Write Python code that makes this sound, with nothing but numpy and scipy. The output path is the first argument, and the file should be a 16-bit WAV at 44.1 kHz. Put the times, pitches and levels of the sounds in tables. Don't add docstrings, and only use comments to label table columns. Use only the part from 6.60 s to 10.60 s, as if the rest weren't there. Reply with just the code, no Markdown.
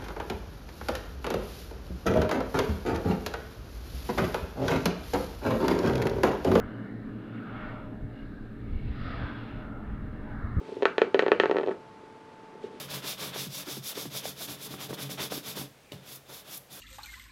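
import sys
import numpy as np
from scipy import signal
from scipy.fft import rfft, irfft
from scipy.io import wavfile
from scipy.ndimage import uniform_filter1d

SR = 44100
rng = np.random.default_rng(int(sys.argv[2]) if len(sys.argv) > 2 else 0)


def store_wav(level_fs):
    pcm = np.round(np.clip(np.atleast_2d(level_fs), -1, 1) * 32767)
    wavfile.write(sys.argv[1], SR, pcm.T.astype(np.int16))


N = 176400
TIME, FREQ = np.arange(N) / SR, np.fft.rfftfreq(N, 1 / SR)

# frequency_hz, relative_db
ROAR_SPECTRUM = [(20, -38.5), (85, -19), (120, -11), (160, -8.5), (215, 0.5), (300, -2.5), (360, -12),
                 (500, -13.5), (700, -23), (1500, -48.5)]


def engines():
    # multiple_of_cycle_rate, level_db
    slow_harmonics = [(12, -49.5), (18, -73), (20, -58.5), (22, -53.5), (24, -52.5), (26, -60.5),
                      (28, -63.5), (30, -51.5), (32, -71), (33, -74), (34, -55.5), (36, -74), (42, -63),
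                      (48, -65)]
    fast_harmonics = [(12, -48.5), (14, -59.5), (18, -55.5), (21, -52.5), (22, -52), (24, -60), (26, -60.5),
                      (28, -68), (34, -72), (43, -60.5), (48, -69.5)]
    # time_s, gain_db
    body_carry = [(0, 1.5), (.65, 2), (1.3, -.5), (1.8, -2.5), (2.2, 0), (2.6, 0), (3.4, -1), (4, -1.5)]
    firing_carry = [(0, 2), (.7, 0.5), (1.4, -2), (1.75, -4.5), (2.1, 2), (2.55, 4.5), (3, 1), (3.45, -8),
                    (3.9, 4)]
    # time_s, level_db
    whine_level = [(0, -55), (.45, -69.5), (1.2, -59.5), (1.5, -61.5), (1.9, -81), (2.5, -73), (3, -61),
                   (3.3, -74), (3.7, -60), (4, -74)]
    slow_cycle_hz, fast_cycle_hz, cylinders, speed_wander = 9.296, 9.743, 12, 0.00083
    phases = rng.random(size=128)
    exhaust, weak_lines = np.zeros(N), np.zeros(N)
    for cycle_hz, harmonics in ((slow_cycle_hz, slow_harmonics), (fast_cycle_hz, fast_harmonics)):
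        clock = TIME + speed_wander * np.cumsum(drift(rate_hz=1.74)) / SR
        for order, level_db in harmonics:
            partial = gain_of(level_db) * distant_tone(order * cycle_hz, clock, phases[order], 0.73)
            exhaust += partial * envelope(firing_carry if order == cylinders else body_carry)
        weak_lines += cylinder_clatter(cycle_hz, clock)
    whine = envelope(whine_level) * distant_tone(612.9, clock, rng.random(), fading_db=8)
    roar = gain_of(-47.5) * noise(colour(ROAR_SPECTRUM)) + gain_of(-51) * unit_rms(weak_lines)
    return exhaust + roar * envelope(body_carry) + whine


def distant_tone(pitch_hz, clock, phase_turns, fading_db):
    fading = gain_of(fading_db * drift(rate_hz=1.25))
    return np.sqrt(2) * np.sin(2 * np.pi * (pitch_hz * clock + phase_turns)) * fading


def cylinder_clatter(cycle_hz, clock, size=4096, spread_db=3.5):
    line_hz = np.fft.rfftfreq(size, 1 / size) * cycle_hz
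    unevenness = gain_of(spread_db * rng.standard_normal(len(line_hz)))
    amplitudes = np.interp(line_hz, FREQ, colour(ROAR_SPECTRUM)) * unevenness
    cycle = irfft(amplitudes * np.exp(2j * np.pi * rng.random(len(line_hz))))
    return unit_rms(np.interp(clock * cycle_hz, np.arange(size) / size, cycle, period=1))


def gusts():
    # time_s, relative_db
    rush_level = [(0.0, -49.5), (0.41, -58), (1.1, -47.5), (1.56, -61), (1.66, -62), (2.38, -58.5),
                  (2.61, -43.5), (2.66, -47), (2.97, -54), (2.98, -46.5), (3.49, -56.5), (3.56, -53.5),
                  (3.84, -50), (3.95, -56), (3.97, -56.5)]
    sough_level = [(0.0, -43), (0.08, -50), (0.39, -57), (0.49, -54), (0.56, -61.5), (1.05, -43),
                   (1.37, -60), (1.65, -55), (1.91, -61.5), (1.95, -61), (2.12, -59.5), (2.19, -61),
                   (2.53, -43.5), (3.19, -54.5), (3.39, -53), (3.44, -56.5), (3.75, -50), (3.97, -49.5)]
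    hiss_level = [(0.02, -65.5), (0.22, -74), (0.34, -75), (0.79, -61), (0.8, -65), (1.03, -57.5),
                  (1.45, -76), (1.6, -68), (1.7, -75), (2.02, -70.5), (2.54, -55), (3.0, -62.5),
                  (3.14, -71.5), (3.33, -67.5), (3.42, -72), (3.72, -67.5), (3.77, -74), (3.97, -73)]
    fizz_level = [(0.02, -79), (0.06, -73), (0.58, -77.5), (1.09, -70), (1.33, -80), (1.48, -78.5),
                  (1.59, -72), (1.98, -77.5), (2.33, -68.5), (2.48, -60), (2.97, -71), (3.15, -80),
                  (3.89, -74.5), (3.97, -77)]
    # frequency_hz, relative_db
    rush_spectrum = [(200, -27), (420, -2.5), (600, 2), (780, 2.5), (900, -2), (1030, 0), (1200, -26),
                     (2000, -33), (5000, -54)]
    sough_spectrum = [(500, -41), (1080, -5.5), (1260, 2), (1400, -0.5), (1550, -0.5), (1820, -2),
                      (1980, -10), (2200, -8), (2450, -28.5), (5000, -66)]
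    hiss_spectrum = [(900, -28), (1800, -3), (2200, 2.5), (2470, -1.5), (2780, 2.5), (3130, -5.5),
                     (3400, -3), (3700, -11), (4200, -28.5), (6000, -51)]
    fizz_spectrum = [(2800, -23), (3500, -1.5), (3800, -0.5), (4100, 0), (4400, -7), (4950, -9),
                     (5200, -14), (5450, -14.5), (5900, -25.5), (8000, -46)]
    rush = gain_of(-2) * envelope(rush_level) * patchy_noise(rush_spectrum, depth_db=2.5)
    sough = envelope(sough_level) * patchy_noise(sough_spectrum, depth_db=2.5)
    hiss = gain_of(2.5) * envelope(hiss_level) * patchy_noise(hiss_spectrum, depth_db=0.6)
    fizz = gain_of(1) * envelope(fizz_level) * patchy_noise(fizz_spectrum, depth_db=0.6)
    return rush + sough + hiss + fizz


def whistles():
    # centre_s, half_length_s, pitch_hz, width_hz, level_db
    resonances = [(0.153, 0.17, 2900, 200, -68), (.9, 0.29, 1400, 130, -53.5), (1.592, .05, 2840, 45, -63),
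                  (1.753, 0.19, 1570, 130, -60), (2.19, 0.14, 2220, 80, -62), (2.542, 0.13, 1280, 70, -49),
                  (2.5, .13, 4750, 250, -68.5), (2.64, 0.25, 3380, 200, -61), (3.13, 0.11, 2140, 70, -72),
                  (3.796, 0.21, 1820, 160, -62)]
    out = np.zeros(N)
    for centre_s, half_length_s, pitch_hz, width_hz, level_db in resonances:
        swell = np.exp(-((TIME - centre_s) / half_length_s) ** 2)
        response = 1 / (1 + ((FREQ - pitch_hz) / width_hz) ** 2 / 2) ** 2
        out += gain_of(level_db) * swell * noise(response)
    return out


def buffeting(low_cut_hz=30.6):
    # time_s, level_db
    turbulence = [(0, -46.5), (.15, -57.5), (.5, -51), (.8, -64), (1, -45.5), (1.3, -47.5), (1.7, -42.5),
                  (1.92, -48), (2.2, -39), (2.55, -35.5), (2.8, -50.5), (3, -39.5), (3.1, -43),
                  (3.22, -42.5), (3.48, -38), (3.65, -41.5), (4, -37.5)]
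    # frequency_hz, relative_db
    eddy_spectrum = [(8, -18), (20, 6), (35, -1.5), (60, -1.5), (100, -8), (160, -8.5), (300, -46),
                     (700, -59), (2000, -82)]
    # centre_s, half_length_s, level_db, corner_hz
    buffets = [(0.055, 0.021, -41.5, 69.5), (1.438, 0.013, -32, 133), (2.148, 0.026, -27.5, 81),
               (2.287, .03, -30, 85), (2.638, 0.024, -33, 131), (3.319, 0.021, -34.5, 78.4),
               (3.453, 0.02, -35.5, 85), (3.845, 0.015, -30, 92), (3.982, 0.011, -21, 173)]
    rumble = noise(colour(eddy_spectrum)) * gain_of(-0.5 * drift(rate_hz=14))
    out = envelope(turbulence) * unit_rms(rumble)
    for centre_s, half_length_s, level_db, corner_hz in buffets:
        window = np.exp(-.5 * ((TIME - centre_s) / half_length_s) ** 2)
        bass_band = FREQ / (FREQ + low_cut_hz) / np.hypot(1, (FREQ / corner_hz) ** 3.45)
        thud = window * noise(bass_band)
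        out += gain_of(level_db) * thud * np.linalg.norm(window) / np.linalg.norm(thud)
    return out


def patchy_noise(spectrum, depth_db, size=1024):
    spectrogram = signal.stft(noise(colour(spectrum)), nperseg=size)[2]
    patches = rng.standard_normal(spectrogram.shape)
    for _ in range(2):
        patches = uniform_filter1d(patches, size=4, axis=0)
        patches = uniform_filter1d(patches, size=10, axis=1)
    spectrogram *= gain_of(depth_db * unit_rms(patches))
    return unit_rms(signal.istft(spectrogram, nperseg=size)[1][:N])


def noise(response):
    return unit_rms(irfft(rfft(rng.standard_normal(N)) * response, N))


def drift(rate_hz):
    return noise((FREQ > 0) * np.exp(-(FREQ / rate_hz) ** 2))


def colour(points):
    hz, db = np.transpose(points)
    response = gain_of(np.interp(np.log(FREQ + 1), np.log(hz + 1), db))
    return response / (1 + (FREQ / (2 * hz[-1])) ** 2)


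def envelope(points):
    return gain_of(np.interp(TIME, *np.transpose(points)))


def gain_of(db):
    return 10 ** (np.asarray(db) / 20)


def unit_rms(x):
    return x / np.sqrt(np.mean(x ** 2) + 1e-20)


def scene():
    return (engines() + gusts() + whistles() + buffeting())[None]


def record(dry, floor_db=-79.5, edge_hz=14250):
    hissy = dry + gain_of(floor_db) * rng.standard_normal(dry.shape)
    low_pass = signal.firwin(511, edge_hz, window=("kaiser", 9), fs=SR)
    return signal.oaconvolve(hissy, low_pass[None], "same")


dry = scene()
out = record(dry)
store_wav(out)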